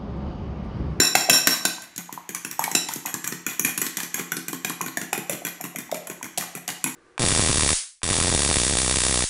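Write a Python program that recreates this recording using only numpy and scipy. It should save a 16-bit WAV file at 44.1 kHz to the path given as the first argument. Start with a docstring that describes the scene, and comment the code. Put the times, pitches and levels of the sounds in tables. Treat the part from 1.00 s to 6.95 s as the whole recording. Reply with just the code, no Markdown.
"""A tiled kitchen, one small microphone close to a hand-held glass bowl of eggs on the counter.
A steel fork opens with five hard knocks that ring the bowl wall, thump the counter and run on into
scrapes. Egg splashes, the room answers over a steady hush, and air pockets plop. After a short lull near
one second the beating goes on more lightly, about six strokes a second, the tines knocking and skidding
on the glass. One harder knock comes just before the end, at about six seconds."""
import sys
import numpy as np
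from scipy import signal
from scipy.fft import rfft, irfft
from scipy.io import wavfile
from scipy.ndimage import uniform_filter1d

SR = 44100
rng = np.random.default_rng(int(sys.argv[2]) if len(sys.argv) > 2 else 0)


def transcribe(signal):
    """Save signal, clipped to [-1, 1], as a 16-bit WAV file at the path in sys.argv[1]."""
    frames = np.atleast_2d(signal).T
    limited = np.clip(frames, -1, 1)
    pcm = np.round(limited * 32767).astype(np.int16)
    wavfile.write(sys.argv[1], SR, pcm)


N = 262395

# Modes rung by both knocks and skids. Each row: pitch in Hz, level in dB, time to fall 60 dB in seconds.
TINE_MODES = [(5836, -9, 0.012), (6620, -8, 0.011), (6880, -2, 0.0056), (7570, -3, 0.0076),
              (8830, -2.5, 0.004), (8610, -15.5, 0.0023), (10080, -8.5, 0.0086), (11410, -8.5, 0.0029),
              (11420, -3, 0.0089), (12500, -0.5, 0.0026), (13280, -7.5, 0.0089), (15650, -2.5, 0.0057)]   # fork tines in egg
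BOWL_FLOOR_MODES = [(1090, -2, 0.012), (1500, -4.5, 0.026), (1950, 4, 0.0096), (2430, -2.5, 0.018),
                    (2973, -8, 0.018), (3364, -8.5, 0.019), (4410, -11, 0.01)]   # damped by the egg
BOWL_WALL_MODES = [(1550, -3.5, 0.029), (1870, -9.5, 0.04), (2612, -2.5, 0.046), (2670, -7, 0.043),
                   (3937, 0, 0.026), (3996, -3.5, 0.05), (5520, -10, 0.032), (5512, -13, 0.11),
                   (5523, 5, 0.05), (7210, -3, 0.099), (7300, -11.5, 0.17), (8100, -24, 0.034),
                   (9400, 1.5, 0.011), (11200, -10, 0.027), (12800, -11, 0.065)]   # held in the hand; the strong modes split into beating pairs


def from_db(db):
    """Decibels to gain."""
    return 10 ** (np.asarray(db) / 20)


def at_hz(points, hz):
    """Reads a table on a log-frequency axis."""
    point_hz, values = np.transpose(points)
    return np.interp(np.log(np.maximum(hz, 1)), np.log(point_hz), values)


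def ring(clicks, hz, t60):
    """A unit click sets a decaying sine of height 1 ringing."""
    r, w = from_db(-60 / (t60 * SR)), 2 * np.pi * hz / SR
    return signal.lfilter([0, np.sin(w)], [1, -2 * r * np.cos(w), r * r], clicks + 1e-18)


def excite(clicks, modes):
    """A click train rings all modes of one body."""
    return sum(from_db(db) * ring(clicks, hz, t60) * (-1) ** k for k, (hz, db, t60) in enumerate(modes))


def strike(times, level_db, modes, spread_db, detune, contact_s, stagger_s, later_db,
           spot_hz=None, spot_db=0):
    """Each blow rings all modes with its own strengths and detuning; four tines land a moment apart."""
    mode_hz, mode_db, t60 = np.transpose(modes)
    t = np.arange(int(1.2 * t60.max() * SR))[:, None] / SR
    decay = (1 - np.exp(-t / contact_s)) * from_db(-60 * t / t60)
    chance = rng.standard_normal((len(times), 4, 3, len(modes)))
    lag = rng.random((len(times), 4)) * [0, 1, 1, 1]
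    out = np.zeros(N + 2 * len(t) + 1000)
    for k, (s, db) in enumerate(zip(times, level_db)):
        hz, gain_db = mode_hz * (1 + detune * chance[k, 0, 1]), mode_db + db
        if spot_hz is not None:
            nearest = np.argmin(abs(np.log(mode_hz / spot_hz[k])))
            hz[nearest] = spot_hz[k]
            gain_db[nearest] += spot_db
        waves = decay * np.sin(2 * np.pi * t * hz)
        for (strength, _, sign), late in zip(chance[k], lag[k]):
            height = from_db(gain_db + spread_db * strength + later_db * (late > 0)) * np.sign(sign)
            at = int((s + late * stagger_s) * SR)
            out[at:at + len(t)] += waves @ height
    return out[:N]


def fork_on_glass(times, tine_db, floor_db, wall_db, spot_hz):
    """Tines, bowl floor and wall ring together; the spot hit favours and retunes the nearest floor mode."""
    tines = strike(times, tine_db, TINE_MODES, spread_db=3.5, detune=0.027,
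                   contact_s=0.00053, stagger_s=0.003, later_db=-7)
    floor = strike(times, floor_db, BOWL_FLOOR_MODES, spread_db=3.5, detune=0.058,
                   contact_s=0.00096, stagger_s=0.003998, later_db=-9, spot_hz=spot_hz, spot_db=6.5)
    wall = strike(times, wall_db, BOWL_WALL_MODES, spread_db=3, detune=0.00061,
                  contact_s=0.0012, stagger_s=0.0022, later_db=-6)
    return tines + floor + wall


def counter_thump(times, thump_db):
    """A knock thumps the counter: one low, quickly damped mode."""
    return strike(times, thump_db, [(324.3, 0, 0.025)], spread_db=1.9, detune=0.11,
                  contact_s=0.00091, stagger_s=0.0018, later_db=-16.5)


def booms(times, thump_db):
    """The counter and the room's lowest modes swell after a thump and ring on."""
    # Each row: pitch in Hz, level in dB, time to fall 60 dB in seconds.
    high_modes = [(259.3, 0.5, 0.27), (325.4, -3.5, 0.36), (376.5, -9.5, 0.23), (450.4, -3.5, 0.16),
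                  (515, -28, 0.12)]
    deep_modes = [(140.3, -1.5, 0.19), (174.6, -2, 0.46), (209.8, 1.5, 0.15)]
    high_db, deep_db = thump_db - 15.5, 0.52 * thump_db - 27
    out = 0
    for modes, level_db, swell_s in [(high_modes, high_db, 0.068), (deep_modes, deep_db, 0.0066)]:
        for hz, db, t60 in modes:
            heights = from_db(level_db + db + rng.normal(0, 2.6, len(times)))
            clicks = np.zeros(N)
            clicks[(times * SR).astype(int)] = heights * rng.choice([-1, 1], len(times))
            out = out + ring(clicks, hz, t60) - ring(clicks, hz, swell_s)
    return out


def uneven_clicks(per_s, spread_db):
    """Clicks at random moments, most small and a few large."""
    sizes = from_db(spread_db * np.minimum(rng.exponential(1, N), 4)) * rng.choice([-1, 1], N)
    return sizes * (rng.random(N) < per_s / SR)


def skid(times, floor_db, wall_db):
    """After a knock the tines skid over the glass in dense clicks, reaching the wall where it is dry."""
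    # Knocks that run on into a firm scrape. Each row: start in seconds, pressure in dB, length in seconds.
    scrapes = [(0.0004, -42.5, .1), (0.152, -48.5, 0.11), (0.2963, -40, .11), (0.4722, -43.5, .13),
               (0.6519, -55, 0.078), (1.5932, -47.5, 0.11), (1.8864, -51.5, .1), (2.0592, -45.5, 0.057),
               (2.2423, -49, .1), (2.466, -45.5, 0.096), (2.648, -42, 0.073), (2.816, -44.5, 0.13),
               (2.9702, -46, .09), (3.002, -48.5, .07), (3.1426, -47.5, .1), (3.647, -47.5, 0.055),
               (4.13, -48, 0.042), (4.296, -45.5, .086), (4.4495, -42.5, 0.05), (5.3807, -47, 0.075),
               (5.6885, -43.5, .06), (5.8614, -40, .07)]
    pressure_db = 0.41 * floor_db - 38   # all other knocks skid lightly and briefly
    length_s = np.minimum(0.54 * np.diff(times, append=N / SR), 0.039)
    for s, db, scrape_s in scrapes:
        k = np.argmin(abs(times - s))
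        pressure_db[k], length_s[k] = db, scrape_s
    t = np.arange(N) / SR
    last = np.clip(np.searchsorted(times, t) - 1, 0, None)
    since = np.maximum(t - times[last], 0)
    envelope = np.clip(2 - 2 * since / length_s[last], 0, 1) * (1 - np.exp(-since / 0.0064))
    stutter = from_db(2.4 * np.sqrt(150) * uniform_filter1d(rng.standard_normal(N), size=150))
    pressure = from_db(pressure_db[last]) * envelope * stutter
    clicks = pressure * uneven_clicks(per_s=4000, spread_db=3.44)
    wall_share = from_db(np.minimum(wall_db[last] + 20, 1.5))
    wall = excite(clicks * wall_share, BOWL_WALL_MODES)
    floor = from_db(-7) * excite(clicks, BOWL_FLOOR_MODES)
    return excite(clicks, TINE_MODES) + floor + wall + splatter(pressure)


def splatter(pressure, cycles=15.7):
    """Egg torn by the tines bursts in small bubbles of scattered sizes."""
    bursts = from_db(7) * pressure * uneven_clicks(per_s=390, spread_db=4.03)
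    pitches_hz, dealt = np.geomspace(750, 5000, 18), rng.integers(0, 18, N)
    return sum(ring(bursts * (dealt == k), hz, cycles / hz) for k, hz in enumerate(pitches_hz))


def splash(times, splash_db, t60=0.033, band_hz=(2640, 10500)):
    """Egg slapped against the glass: a short broad burst of crackle."""
    clicks = np.zeros(N)
    clicks[(times * SR).astype(int)] = from_db(splash_db)
    burst = signal.lfilter([1], [1, -from_db(-60 / (t60 * SR))], clicks + 1e-18)
    crackle = rng.standard_normal(N)
    crackle *= from_db(0.56 * np.sqrt(20) * uniform_filter1d(rng.standard_normal(N), size=20))
    return signal.sosfilt(signal.butter(2, band_hz, "band", fs=SR, output="sos"), burst * crackle)


def kitchen(x, level_db=-5, delay_s=0.00044, build_s=0.0026):
    """Dense reflections off the tiles: noise that builds up quickly, then dies band by band."""
    # The room's decay. Each row: frequency in Hz, time to fall 60 dB in seconds.
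    decay_times = [(100, 0.82), (300, 0.82), (1800, 0.53), (5000, 0.53), (13000, 0.31)]
    # The room's colour. Each row: frequency in Hz, level in dB.
    colour = [(100, 2.5), (400, 0.5), (1500, 0.5), (4000, 3.5), (8000, 1.5), (15000, 6.5)]
    t = np.arange(int(0.7 * SR)) / SR
    edges_hz, tail = 80 * 2 ** np.arange(0, 7.8, 0.5), 0
    white = rng.standard_normal((2, len(t)))
    for k, (low, high) in enumerate(zip(edges_hz, edges_hz[1:])):
        band = signal.sosfilt(signal.butter(2, [low, high], "band", fs=SR, output="sos"), white[k % 2])
        hz = np.sqrt(low * high)
        tail = tail + band * from_db(at_hz(colour, hz) - 60 * t / at_hz(decay_times, hz))
    tail *= 1 - np.exp(-np.maximum(t - delay_s, 0) / build_s)
    return from_db(level_db) * signal.fftconvolve(x, tail / np.sqrt(np.sum(tail ** 2)))[:N]


def hush(level_db=-53.5):
    """Room tone: steady coloured noise under everything."""
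    # Each row: frequency in Hz, relative noise density in dB.
    spectrum = [(25, 4), (60, 36), (150, 0), (440, -4), (2000, 15), (5000, -2), (15500, -13)]
    hz = np.fft.rfftfreq(N, 1 / SR)
    noise = irfft(rfft(rng.standard_normal(N)) * from_db(at_hz(spectrum, hz)), N)
    return from_db(level_db) * noise / noise.std()


def plops(cycles=16.5, rise=0.0028, gurgle_db=-14, gurgle_s=0.045):
    """An air pocket closing in the egg rings briefly as its pitch climbs; three fainter ones crowd it."""
    # Each row: start in seconds, peak level in dB, starting pitch in Hz.
    pockets = [(0.152, -8.5, 753), (0.289, -13, 652), (0.471, -20, 656), (0.65, -24, 670),
               (0.782, -31.5, 960), (1.093, -27, 930), (1.176, -23, 966), (1.348, -27.5, 1130),
               (1.593, -11.5, 880), (1.678, -18.5, 837), (1.749, -24.5, 700), (1.89, -22.5, 900),
               (2.054, -23.5, 915), (2.149, -27, 1060), (2.265, -35, 1180), (2.594, -27, 1100),
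               (2.777, -34, 1170), (2.818, -28, 1140), (3.2, -31, 1120), (3.532, -25.5, 1040),
               (3.65, -30, 730), (3.704, -22.5, 1050), (3.808, -17.5, 1040), (3.973, -26.5, 663),
               (4.129, -17.5, 790), (4.296, -20, 564), (4.419, -31.5, 676), (4.606, -29, 705),
               (4.749, -32, 650), (4.894, -33, 850), (4.925, -14.5, 615), (5.212, -30, 950),
               (5.377, -21.5, 692), (5.68, -29.5, 720), (5.862, -26, 920)]
    out, t = np.zeros(N + 9000), np.arange(2000) / SR
    for (s, db, hz), chance in zip(pockets, rng.random((len(pockets), 3, 3))):
        gurgle = [(s + gurgle_s * (late - 0.2), db + gurgle_db - 8 * faint, hz * 2 ** (1.09 * high - 0.45))
                  for late, faint, high in chance]
        for start_s, level_db, pitch_hz in [(s, db, hz)] + gurgle:
            turns = pitch_hz * t
            shape = (1 - np.exp(-turns / 0.72)) * from_db(-60 * turns / cycles)
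            chirp = np.sin(2 * np.pi * turns * (1 + rise * turns))
            at = int(start_s * SR)
            out[at:at + len(t)] += from_db(level_db) * shape / shape.max() * chirp
    return out[:N]


def scene():
    """The bowl close up with the kitchen around it, in mono."""
    # Tines landing on glass. Each row: start in seconds, tine level in dB, bowl floor level in dB,
    # pitch of the spot hit in Hz, counter thump in dB, egg splash in dB.
    knocks = [(0.0004, -12, -17.5, 1664, -11, -14), (0.152, -8, -11, 2620, -16.5, -8.5),
              (0.2967, -3, -8.5, 2640, -8.5, -10), (0.4718, -4.5, -13, 1550, -12.5, -5.5),
              (0.652, -7.5, -15.5, 1550, -17, -9), (0.82, -31, -43, 1890, -57, -49),
              (0.9616, -27, -49, 1690, -41, -29), (0.979, -19, -36, 1870, -30, -26.5),
              (1.1259, -22.5, -38, 1920, -28, -32), (1.291, -20.5, -29, 1920, -25, -37),
              (1.3481, -14, -28, 2230, -38, -26), (1.4483, -19, -27, 2570, -24, -45),
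              (1.512, -20.5, -35.5, 2450, -39, -30), (1.5931, -14, -31, 1680, -30, -37),
              (1.6397, -12.5, -24.5, 2260, -30, -18.5), (1.7146, -16, -27.5, 1950, -26.5, -40),
              (1.7503, -16, -21.5, 2430, -17, -7.5), (1.8868, -32, -31.5, 1950, -35, -20),
              (1.9367, -14.5, -48, 1690, -53, -41), (1.9594, -24, -39, 3250, -25, -25),
              (2.0593, -12.5, -28, 2490, -34, -33), (2.141, -14.5, -30, 1700, -18, -24),
              (2.2428, -18.5, -28, 1704, -32, -25), (2.2752, -13.5, -26.5, 2430, -27.5, -36),
              (2.3229, -21, -27.5, 1870, -19.5, -26), (2.465, -12, -22, 2430, -21.5, -42),
              (2.5952, -8, -26, 2400, -19.5, -45), (2.648, -9.5, -19.5, 2430, -15, -19),
              (2.7767, -10, -22, 2430, -24, -21), (2.816, -8, -24.5, 1960, -21, -23.5),
              (2.865, -24, -31, 1890, -25, -19), (2.9701, -14.5, -29, 1900, -31.5, -19.5),
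              (3.002, -21, -25, 1680, -42, -22), (3.032, -23.5, -33, 1410, -27, -23),
              (3.1425, -12, -22.5, 1680, -25, -29), (3.195, -18, -26, 1440, -18.5, -24),
              (3.319, -12, -19.5, 1500, -21, -45), (3.3673, -23, -31, 2460, -22, -20.5),
              (3.4825, -14.5, -27, 2400, -24, -27), (3.5298, -19, -31.5, 3220, -19.5, -27),
              (3.647, -14.5, -19.5, 2400, -23, -19.5), (3.697, -23, -28, 2430, -22.5, -22),
              (3.8128, -13, -25, 2440, -22.5, -30), (3.862, -22, -27.5, 1490, -17.5, -45),
              (3.9715, -12.5, -22, 1780, -23.5, -25), (4.0144, -21, -30, 1440, -22, -26.5),
              (4.13, -12, -16.5, 2510, -25, -19.5), (4.1774, -19, -33, 2050, -17.5, -29),
              (4.296, -11, -24.5, 2540, -22.5, -40), (4.3312, -24, -34, 1390, -19, -29),
              (4.4498, -15.5, -23.5, 2430, -22, -45), (4.6108, -21, -33.5, 2380, -38, -44),
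              (4.6398, -20, -31, 1800, -22.5, -41), (4.7595, -18, -27.5, 2070, -27, -45),
              (4.7858, -20.5, -30, 2000, -24, -36), (4.915, -24, -28, 1365, -32, -29),
              (4.944, -23.5, -29.5, 1360, -26, -26), (5.0709, -21, -33, 2430, -46, -41),
              (5.0988, -22, -30.5, 2380, -26.5, -45), (5.228, -20.5, -30.5, 3270, -31, -42),
              (5.243, -26, -31.5, 2440, -27.5, -35), (5.3754, -28, -36, 3350, -50, -16),
              (5.3815, -15, -27, 2700, -24.5, -18), (5.551, -20.5, -31, 2450, -26, -45),
              (5.678, -19, -32, 2610, -37, -19.5), (5.6883, -24, -25.5, 2860, -38, -27.5),
              (5.7022, -40, -36, 1420, -27.5, -23), (5.8414, -8, -18.5, 2520, -17, -22),
              (5.862, -35, -29.5, 2180, -32, -42), (5.8791, -42, -33, 2250, -26, -35)]
    # Knocks that land high on the dry wall and ring it. Each row: start in seconds, wall level in dB.
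    dry_knocks = [(0.0004, -17.5), (0.152, -18), (0.2963, -14.5), (0.4722, -27), (0.6519, -24),
                  (1.7156, -42), (1.7492, -16.5)]
    times, tine_db, floor_db, spot_hz, thump_db, splash_db = np.transpose(knocks)
    wall_db = tine_db - 37.5   # under egg the wall barely rings
    for s, db in dry_knocks:
        wall_db[np.argmin(abs(times - s))] = db
    clinks = fork_on_glass(times, tine_db, floor_db, wall_db, spot_hz)
    thump = counter_thump(times, thump_db)
    low_ring = booms(times, thump_db)
    bright = clinks + skid(times, floor_db, wall_db) + splash(times, splash_db)
    pockets = plops()
    # sounds from deep in the egg or the counter reach the room more weakly
    sent = bright + from_db(-2) * pockets + from_db(-4.5) * thump
    return (bright + pockets + thump + low_ring + kitchen(sent) + hush())[None]


def record(dry, clip_level=0.88, cutoff_hz=16500):
    """The deep bass is thinned, the loudest knocks clip, and the highest treble is cut off."""
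    thin = signal.sosfilt(signal.butter(4, 115, "high", fs=SR, output="sos"), dry) + from_db(-34) * dry
    clipped = np.clip(thin, -clip_level, clip_level)
    softened = signal.sosfilt(signal.butter(8, 14800, fs=SR, output="sos"), clipped)
    return signal.sosfilt(signal.cheby2(20, 90, cutoff_hz, fs=SR, output="sos"), softened)


dry = scene()
out = record(dry)
transcribe(out)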